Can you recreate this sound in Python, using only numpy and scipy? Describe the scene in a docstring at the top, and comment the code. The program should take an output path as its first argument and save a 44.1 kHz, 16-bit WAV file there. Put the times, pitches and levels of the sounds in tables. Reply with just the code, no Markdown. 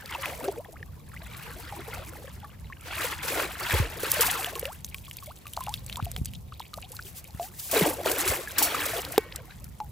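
"""A metal scoop full of holes stirs a shallow river, then digs in at 3 s: its splashes are swarms of
ringing bubbles and spray. From about 5 s it is lifted and drains; drips tick on the water and leave
bubbles, most climbing in pitch. It swishes through the air and sloshes back in just before 8 s to rinse.
Water slaps the basket and makes it ring, and just after 9 s a stone knocks in it. All along, light wind
rumbles on the two microphones and the river hisses softly."""
import sys
import numpy as np
from scipy import signal
from scipy.fft import rfft, irfft
from scipy.io import wavfile
from scipy.ndimage import uniform_filter1d

SR = 44100
rng = np.random.default_rng(int(sys.argv[2]) if len(sys.argv) > 2 else 0)


def digitize_waveform(pressure):
    """Quantize a signal to 16-bit integers and store it at the path in sys.argv[1].

    Rows of a 2-D input are taken as channels; values are limited to [-1, 1].
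    """
    field = np.atleast_2d(pressure).T
    bounded = np.clip(field, -1, 1)
    quanta = np.round(bounded * 32767).astype(np.int16)
    wavfile.write(sys.argv[1], SR, quanta)


N = 437031
TIME = np.arange(N) / SR
DRAIN_START_S, DRAIN_END_S = 4.75, 7.36
SPATTER_S = .004  # length of one spatter


def churning_water():
    """Stirring traps air: big bubbles gurgle, small ones splash, the tiniest sound like spray."""
    splash_db, gurgle_db, spray_db = (stirring(column) for column in (1, 2, 3))
    splash = swarm(splash_db - 2, band_hz=(822, 4920), peak_hz=1900, falloff_db=5, cycles=14, per_s=3200,
                   spread_db=4.8, clump_db=2, clump_s=.02, apart=.6, rise=.15, lag_s=.04)
    gurgle = swarm(gurgle_db, band_hz=(238.4, 1096), peak_hz=520, falloff_db=9.7, cycles=17, per_s=600,
                   spread_db=3.5, clump_db=-2, clump_s=.024, apart=.53)
    spray = swarm(spray_db, band_hz=(3170, 17550), peak_hz=34500, falloff_db=2.3, cycles=3.5,
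                  per_s=12000, spread_db=4.5, clump_db=3.5, clump_s=SPATTER_S, apart=.35, lag_s=.011)
    plinks = swarm(np.full(N, -55.), band_hz=(2150, 4570), peak_hz=3060, falloff_db=9.4, cycles=14,
                   per_s=1500, spread_db=1.5, clump_db=3.5, clump_s=.017, apart=.8, sizes=8)
    # While the basket drains, plinks replace the splash; plinks and spray gather just after each drip.
    draining = np.clip(np.minimum(TIME - DRAIN_START_S, DRAIN_END_S - TIME) / .085, 0, 1)
    after_drip = np.zeros(N)
    for start, *_ in DRIP_TICKS + SINGLE_BUBBLES:
        add(after_drip, start, np.exp(-TIME[:SR // 4] / .043))
    splash *= 1 - draining
    plinks *= draining * np.minimum(after_drip + .3, 1)
    spray *= 1 - draining * np.clip(.75 - after_drip, 0, 1)
    return splash + gurgle + spray + plinks + rush(splash_db) + sheets_and_swishes()


# Restless water between sloshes: (time [s], splash [dB], gurgle [dB], spray [dB])
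RESTLESS_WATER = [(0.0, -52, -70, -76), (0.6, -57, -46, -56), (0.97, -62.5, -64.5, -63),
                  (1.38, -43.5, -51.5, -48), (2.14, -50, -46.5, -48.5), (2.5, -56, -66, -59.5),
                  (2.79, -60.5, -71, -59.5), (2.87, -40.5, -52.5, -51.5), (4.58, -55, -43, -59),
                  (4.77, -57, -85, -48), (5.36, -56, -87, -48.5), (5.98, -49.5, -55, -49),
                  (6.53, -66, -77, -54), (6.95, -53, -62, -49.5), (7.68, -58.5, -60, -52.5),
                  (7.8, -40, -37.5, -44), (9.13, -52, -55.5, -43), (9.3, -90, -84, -61.5),
                  (9.91, -77, -71, -56.5)]
# Sloshes: (peak time [s], splash [dB], gurgle [dB], spray [dB], last 10 dB up [s], first 10 dB down [s])
SCOOP_SLOSHES = [(0.138, -39.5, -65, -45.5, 0.096, 0.1), (0.25, -34, -49, -39.5, 0.026, 0.086),
                 (0.473, -45.5, -39.5, -43, 0.28, 0.087), (1.99, -42, -47, -50, 0.13, 0.057),
                 (3.033, -29.5, -43, -31, 0.072, 0.077), (3.13, -33, -53, -37, .05, 0.028),
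                 (3.233, -35.5, -44, -29.5, 0.0093, 0.22), (3.4, -28.5, -30.5, -68, 0.063, 0.054),
                 (3.734, -28, -37, -33, 0.13, 0.13), (4.071, -35.5, -38.5, -32, 0.067, 0.099),
                 (4.218, -28, -52.5, -27.5, 0.13, 0.24), (7.763, -24.5, -30, -25, 0.032, 0.075),
                 (7.868, -36.5, -27, -27.5, 0.043, 0.056), (8.074, -32, -29, -30.5, 0.02, 0.059),
                 (8.209, -30, -36.5, -26.5, 0.06, 0.071), (8.312, -30, -34, -25, 0.063, 0.066),
                 (8.621, -32.5, -37, -50, 0.069, 0.46), (8.859, -36, -65.5, -30.5, 0.12, 0.13),
                 (8.993, -38.5, -37.5, -55, 0.031, 0.016)]


def stirring(column):
    """Level of one water layer in dB: each slosh swells and sinks on top of the restless water."""
    t = TIME[::64]
    power = amp(2 * curve(RESTLESS_WATER, column)[::64])
    for slosh in SCOOP_SLOSHES:
        peak, *_, rise, fall = slosh
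        distance = np.where(t < peak, (peak - t) / rise, (t - peak) / fall)
        power += amp(2 * (slosh[column] - 10 * distance ** 1.2))  # a slightly rounded peak
    return np.interp(TIME, t, 10 * np.log10(power))


def swarm(level_db, band_hz, peak_hz, falloff_db, cycles, per_s, spread_db, clump_db, clump_s, apart,
          rise=.3, lag_s=0, sizes=24):
    """Many bubbles, louder toward peak_hz. Calm water makes fewer, in clumps; `apart` widens them."""
    density = np.clip(amp(.7 * (level_db + 37)), .12, 1)
    clumps = amp(clump_db * (2.5 - density) * drift(clump_s))
    clumps /= np.sqrt(density * abs(uniform_filter1d(clumps ** 2, SR // 5)))  # keeps the average level
    out = np.zeros((3, N))
    for hz in np.geomspace(*band_hz, sizes):
        chance, strength, side = rng.random(N), rng.exponential(1, N), rng.random(N)
        glide, stretch = rng.random(2)
        born = chance < density * per_s / sizes / SR
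        pops = born * amp(spread_db * (.6 + .25 * density) * np.minimum(strength, 3))
        pops *= np.roll(clumps, round(lag_s * SR * glide))  # each size joins a clump up to lag_s late
        ring = bubble(hz, hz * (1 + rise * glide), cycles * (.5 + stretch) / hz, fade_db=18)
        ring *= amp(-falloff_db * np.log2(hz / peak_hz) ** 2) / np.linalg.norm(ring)
        places = np.array([side < .5, side > .75, (side > .5) & (side < .75)])  # middle, left, right
        out += signal.oaconvolve(pops * places, ring[None])[:, :N]
    return amp(level_db) * evened(out[0] + apart * out[1:])


def bubble(first_hz, last_hz, length, fade_db, pinch=0):
    """A pocket of air rings; its pitch drops as it pinches off, then glides as it nears the surface."""
    age = np.arange(round(length * SR) + 2) / (length * SR)  # 0 to 1
    cycles = age * length * first_hz
    hz = first_hz * (last_hz / first_hz) ** (np.sin(np.pi / 2 * age ** 1.42) ** 2)
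    hz *= 1 + pinch * np.exp(-cycles / .72)
    soft_ends = np.clip(np.minimum(cycles, 3 * (1 - age)), 0, 1)
    return amp(-fade_db * age) * soft_ends * np.sin(2 * np.pi * np.cumsum(np.minimum(hz, SR / 2)) / SR)


# Lumps of water pushing through the holes: (time [s], level [dB], fade time [s])
HOLE_SURGES = [(3.005, -30.5, 0.01), (3.032, -35, 0.0094), (3.229, -31.5, 0.0095), (3.278, -27.5, 0.028),
               (3.376, -34, 0.01), (3.632, -36, 0.0078), (3.693, -34, .015)]
# Tone of rushing water: (frequency [Hz], level [dB])
RUSH_TONE = [(400, -3), (1000, 5), (2100, 9), (3200, 4), (8000, -2.5)]


def rush(splash_db):
    """A smooth rush follows the splash and jumps when water surges through the holes."""
    surges, t = np.zeros(N), TIME[:SR // 4]
    for start, db, decay in HOLE_SURGES:
        add(surges, start, amp(db) * np.exp(-t / decay) * np.minimum(t / .0053, 1))
    return (surges + amp(splash_db - 7 + 2.7 * drift(.03))) * noise(RUSH_TONE, shared=.43)


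# Sheets of water breaking: (time [s], level [dB], fade time [s])
BREAKING_SHEETS = [(4.031, -27, 0.0097), (4.209, -11.5, 0.0095), (7.713, -23, 0.023), (7.775, -20, 0.0065),
                   (8.057, -26.5, 0.0098), (8.115, -16.5, 0.0065), (8.191, -28, 0.007),
                   (8.283, -32, 0.0061), (8.3, -22, .006), (8.316, -30, 0.0094), (8.583, -13.5, 0.018),
                   (8.625, -14.5, 0.028), (8.808, -36, 0.0059)]
# Air and fine spray as the scoop swings: (middle time [s], level [dB], half length [s])
SCOOP_SWISHES = [(7.078, -42, 0.032), (7.178, -38, 0.025), (7.439, -38, 0.034), (7.599, -33, 0.0069),
                 (7.669, -35.5, 0.088)]
# Tone of both: (frequency [Hz], level [dB])
SHEET_TONE = [(1300, -6), (2400, 11), (15000, 21)]


def sheets_and_swishes():
    """A bright hiss starts at once when a sheet of water breaks, and swells gently as the scoop swings."""
    loudness, t = np.zeros(N), TIME[:SR // 4]
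    for start, db, decay in BREAKING_SHEETS:
        add(loudness, start, amp(db) * np.exp(-t / decay))
    for middle, db, half in SCOOP_SWISHES:
        loudness += amp(db) * np.exp(-((TIME - middle) / half) ** 2)
    return loudness * noise(SHEET_TONE, shared=.69)


# Bubbles heard one by one: (time [s], level [dB], first pitch [Hz], last pitch [Hz], length [s])
SINGLE_BUBBLES = [(.148, -25, 2660, 2500, 0.014), (0.15, -25, 873, 1160, 0.014),
                  (0.187, -37, 543, 580, 0.18), (0.31, -38.5, 507, 750, 0.053),
                  (0.394, -37, 460, 564, 0.038), (0.479, -21, 375, 436, 0.028),
                  (0.484, -21.5, 720, 640, 0.016), (0.575, -32.5, 458, 750, 0.042),
                  (.758, -45.5, 1200, 2900, 0.018), (0.828, -29.5, 1800, 1720, 0.0054),
                  (1.136, -43, 1190, 2100, 0.012), (1.164, -35.5, 1960, 3440, 0.02),
                  (1.724, -30.5, 806, 840, 0.048), (1.879, -32.5, 453, 435, 0.029),
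                  (2.431, -38.5, 826, 930, 0.09), (2.444, -35, 1170, 1060, 0.026),
                  (2.7, -39, 1080, 1080, 0.052), (2.724, -34.5, 1730, 3060, 0.012),
                  (3.044, -24.5, 486, 526, 0.016), (4.033, -21, 425, 485, 0.0081),
                  (4.168, -25, 604, 600, 0.036), (4.194, -22, 450, 506, 0.02),
                  (4.283, -26.5, 727, 810, 0.026), (4.391, -28.5, 758, 810, 0.027),
                  (4.558, -31, 1080, 1060, 0.038), (4.628, -24.5, 446, 580, 0.0089),
                  (4.652, -33.5, 533, 1660, 0.091), (4.943, -45, 1090, 1140, 0.033),
                  (5.08, -42, 1100, 1130, 0.02), (5.225, -37.5, 1116, 1000, 0.026),
                  (5.275, -41.5, 585, 1630, 0.052), (5.455, -38, 1180, 1140, 0.046),
                  (5.572, -26, 656, 1240, 0.0057), (5.579, -38.5, 620, 1310, 0.02),
                  (5.607, -28, 1033, 920, 0.08), (5.669, -33.5, 620, 1400, 0.0082),
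                  (5.682, -27.5, 820, 1260, 0.06), (5.971, -33, 945, 1410, 0.025),
                  (5.993, -32.5, 690, 1540, 0.011), (6.066, -34.5, 700, 636, 0.047),
                  (6.166, -41, 754, 670, 0.035), (6.522, -38.5, 1140, 1480, 0.0085),
                  (6.602, -28.5, 830, 1050, 0.0056), (6.734, -35.5, 1223, 1140, 0.18),
                  (6.775, -38, 564, 1430, 0.015), (6.835, -47, 730, 1160, 0.054),
                  (6.929, -48, 810, 1550, 0.023), (6.991, -28, 1360, 1700, 0.0092),
                  (7.397, -23, 686, 940, 0.095), (7.736, -16.5, 620, 416, 0.015),
                  (7.763, -19, 430, 410, 0.041), (7.852, -21, 810, 1010, 0.007),
                  (7.875, -21, 330, 245, 0.041), (7.81, -9.5, 383, 139, 0.023),
                  (7.817, -13.5, 176, 145, 0.025), (7.997, -30.5, 517, 820, 0.022),
                  (8.059, -11, 570, 462, 0.0067), (8.09, -33, 298, 494, 0.057),
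                  (8.258, -27, 366, 404, 0.047), (8.474, -26, 1685, 1620, 0.026),
                  (8.618, -20, 806, 920, 0.012), (8.746, -19, 1150, 1510, 0.0088),
                  (8.784, -33.5, 290, 326, 0.092), (8.934, -28, 660, 950, 0.068),
                  (9.14, -33.5, 650, 854, 0.016), (9.321, -40, 1760, 5500, 0.0057),
                  (9.802, -24, 851, 730, 0.11)]


def single_bubbles():
    """Each bubble pinches off with a splatter and fades as it rings, less so if its pitch climbs."""
    out, t = np.zeros(N), TIME[:600]
    for start, db, first_hz, last_hz, length in SINGLE_BUBBLES:
        splatter = rng.standard_normal(len(t))
        fade_db = 5.5 + .57 * first_hz * length - 14 * np.log2(last_hz / first_hz)
        ring = bubble(first_hz, last_hz, length, fade_db, pinch=.36)
        waver = np.interp(TIME[:len(ring)] * first_hz / 3, np.arange(len(t)), splatter)  # every 3 cycles
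        add(out, start, amp(db) * ring * np.exp(.25 * waver))
        add(out, start, amp(db - 10) * uniform_filter1d(splatter, size=4) * np.exp(-t / .0031))
    return out


# Drops hitting the water: (time [s], level [dB], pitch [Hz])
DRIP_TICKS = [(0.059, -20, 4590), (0.2574, -10, 2450), (4.1174, 1, 11900), (4.445, -10, 2900),
              (4.5543, -16, 2720), (4.5952, -8.5, 11600), (4.6545, -10.5, 2660), (4.846, -12.5, 6200),
              (4.945, -14.5, 2410), (4.983, -28, 3330), (5.1117, -19, 2870), (5.169, -17.5, 11700),
              (5.468, -20, 2580), (5.5348, -18.5, 9200), (5.567, -15.5, 4340), (5.638, -17.5, 11300),
              (5.6653, -18, 2700), (5.693, -17, 8000), (5.74, -8, 3600), (5.864, -20, 9000),
              (5.8975, -18, 2660), (5.927, -19.5, 3940), (5.958, -17.5, 3530), (5.97, -15.5, 8800),
              (6.026, -25.5, 2800), (6.116, -18, 9000), (6.1638, -15, 3140), (6.2476, -21, 7900),
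              (6.257, -11, 8700), (6.336, -25, 2960), (6.5966, -22.5, 3970), (6.7402, -18.5, 4060),
              (6.9188, -20, 11300), (6.967, -20.5, 4220), (7.025, -27, 4800), (7.2425, -26.5, 10900),
              (7.307, -31.5, 4570), (7.429, -21.5, 3060), (9.05, -15, 4200), (9.3601, -12.5, 7980),
              (9.643, -21.5, 10200)]


def drips():
    """A drop hits the surface with a sharp snap and a very short ring."""
    out, t = np.zeros(N), TIME[:600]
    fade = np.exp(-t / .0013) + .4 * np.exp(-t / SPATTER_S)
    for start, db, hz in DRIP_TICKS:
        hiss = np.diff(rng.standard_normal(len(t) + 1))
        feedback = np.exp(-1.3 * hz / SR)  # broadly boosts the hiss around the drop's pitch
        tinted = signal.lfilter([1], [1, -2 * feedback * np.cos(2 * np.pi * hz / SR), feedback ** 2], hiss)
        snap = (.12 * evened(tinted) + .1 * hiss) * fade
        ring = .5 * np.sin(2 * np.pi * hz * t) * np.exp(-t * hz / 3) * np.minimum(t * hz, 1)
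        add(out, start, amp(db) * (snap + ring))
    return out


def stone_knock():
    """A stone lands twice, so fast that it sounds like one knock: a dull thud, a crack, a faint ring."""
    out, t = np.zeros(N), TIME[:SR // 2]
    knock_s, knock_db = 9.1795, -4.5
    thud = -np.sin(2 * np.pi * 437 * t) * np.exp(-t / .0048)
    thud -= .5 * np.sin(2 * np.pi * 780 * t) * np.exp(-t / .0027)
    thud = signal.lfilter(*signal.butter(2, 230, "high", fs=SR), thud)  # a small basket gives no bass
    add(out, knock_s, thud + amp(-40) * basket_ring(t, db_per_octave=-4.6, pivot_hz=1500))
    for delay, db in ((-.0001, -2), (.0015, -2.7)):
        crack = .44 * np.sin(2 * np.pi * 3600 * t) + .5 * rng.standard_normal(len(t))
        add(out, knock_s + delay, amp(db) * crack * np.exp(-t / .0008))
    return amp(knock_db) * out


# Water slapping the basket: (time [s], level [dB]); and how much the slaps favour its high notes
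SLAPS, SLAP_DB_PER_OCTAVE = [(8.586, -24), (8.627, -23)], 20


def water_slaps():
    """Slaps of water ring the basket more brightly than the stone does."""
    out = np.zeros(N)
    for start, db in SLAPS:
        add(out, start, amp(db) * basket_ring(TIME[:SR // 2], SLAP_DB_PER_OCTAVE, pivot_hz=5600))
    return out


# The metal basket's own notes: (pitch [Hz], level [dB], time to fade by 60 dB [s])
BASKET_NOTES = [(1070, -11, 0.61), (1520, -4, 0.43), (1880, -4, 0.73), (1930, -12, 0.49), (2240, 0, 0.55),
                (2237, -4, 0.59), (2700, -6, 0.4), (4440, -9, 0.34), (5580, -10, 0.27), (877, -14, 0.44)]


def basket_ring(t, db_per_octave, pivot_hz):
    """Struck metal sounds all its notes at once; notes close in pitch throb against each other."""
    return sum(amp(db - 60 * t / fade_s + db_per_octave * np.log2(hz / pivot_hz))
               * np.sin(2 * np.pi * hz * t) for hz, db, fade_s in BASKET_NOTES)


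# Strength of the wind: (time [s], level [dB])
WIND_LEVEL = [(0.0, -47.5), (3.92, -44), (4.39, -46.5), (5.35, -50), (6.29, -37), (6.62, -50), (9.91, -46)]
# Tone of its rumble: (frequency [Hz], level [dB])
WIND_TONE = [(20, -49), (40, -11.5), (60, -1), (100, -4), (160, -9), (250, -20), (500, -113)]
# Gusts that thump the microphones: (time [s], level [dB], rough pitch [Hz], fade time [s])
WIND_THUMPS = [(3.736, -17, 74, 0.033), (3.799, -14.5, 85, 0.027), (6.024, -20.5, 95, 0.021),
               (6.214, -13.5, 97, 0.0065), (7.347, -24, 88, 0.0071), (8.299, -22.5, 81, 0.012)]


def wind():
    """Wind rumbles unevenly, and single gusts swing the thin skin inside each microphone a few times."""
    thumps, t = np.zeros(N), TIME[:SR // 5]
    for start, db, hz, decay in WIND_THUMPS:
        swing = np.sin(2 * np.pi * hz * decay * 2.09 * np.log1p(t / decay / 1.38))  # slows as it dies
        add(thumps, start, amp(db) * swing * np.exp(-t / decay) * np.minimum(t / .0022, 1))
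    rumble = noise(WIND_TONE, shared=.81) * amp(curve(WIND_LEVEL, 1) + 1.8 * drift(.081))
    return rumble + np.array([thumps, np.roll(thumps, 40)])  # a little later on the right


# Tone of distant ripples: (frequency [Hz], level [dB])
RIPPLE_TONE = [(300, 17), (1000, 11.5), (1700, -7), (2700, -2.5), (4000, -2)]
# Tone of nearby foam: (frequency [Hz], level [dB])
FOAM_TONE = [(6000, -83.5), (9000, 41.5), (15000, 46)]


def river():
    """Distant ripples hiss all around while foam fizzes close by."""
    ripples = noise(RIPPLE_TONE + [(8000, -3.5), (10000, -22)], shared=.0053)
    return amp(-57.5) * ripples + amp(-61.5) * noise(FOAM_TONE, shared=1)


def amp(db):
    """Turns decibels into a multiplier."""
    return 10 ** (np.asarray(db) / 20)


def evened(x):
    """Scales a signal to an average power of 1."""
    return x / np.sqrt(np.mean(x ** 2) + 1e-20)


def curve(rows, column):
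    """One column of a table, at every sample."""
    rows = np.array(rows)
    return np.interp(TIME, rows[:, 0], rows[:, column])


def add(mix, start, sound):
    """Mixes a sound in at `start` seconds."""
    part = mix[round(start * SR):][:len(sound)]
    part += sound[:len(part)]


def drift(seconds):
    """A smooth random wobble, about 1 in size."""
    size = max(round(seconds * SR), 1)
    return evened(uniform_filter1d(uniform_filter1d(rng.standard_normal(N), size), size))


def noise(tone, shared):
    """Left and right noise with the given tone; `shared` runs from 0 (unrelated) to 1 (the same)."""
    hz = np.fft.rfftfreq(N, 1 / SR)
    tone_hz, tone_db = np.transpose(tone)
    left, other = rng.standard_normal((2, N))
    right = shared * left + np.sqrt(1 - shared ** 2) * other
    gain = amp(np.interp(np.log(hz + 1), np.log(tone_hz), tone_db))
    return evened(irfft(rfft([left, right]) * gain, N))


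def scene():
    """Water slightly to the left, the ringing basket, the quiet river and the wind."""
    water = churning_water() + single_bubbles() + drips()
    return water * amp([[.5], [-.5]]) + water_slaps() + river() + stone_knock() + wind()


# How far the left channel runs ahead of the right: (frequency [Hz], lead [radians])
LEFT_LEAD = [(0, 0), (3360, .6), (6800, -.3), (8100, 0), (9040, -2.1), (12900, -10), (16100, -16.9)]


def record(dry):
    """Left and right are out of step, mostly above 8 kHz, so the treble sounds wide; its top is cut."""
    lead = np.interp(np.fft.rfftfreq(N, 1 / SR), *np.transpose(LEFT_LEAD))
    right = irfft(rfft(dry[1]) * np.exp(-1j * lead), N)
    treble_cut = signal.firwin(301, 15800, window=("kaiser", 7), fs=SR)
    return signal.oaconvolve(np.array([dry[0], right]), treble_cut[None], "same")


dry = scene()
out = record(dry)
digitize_waveform(out)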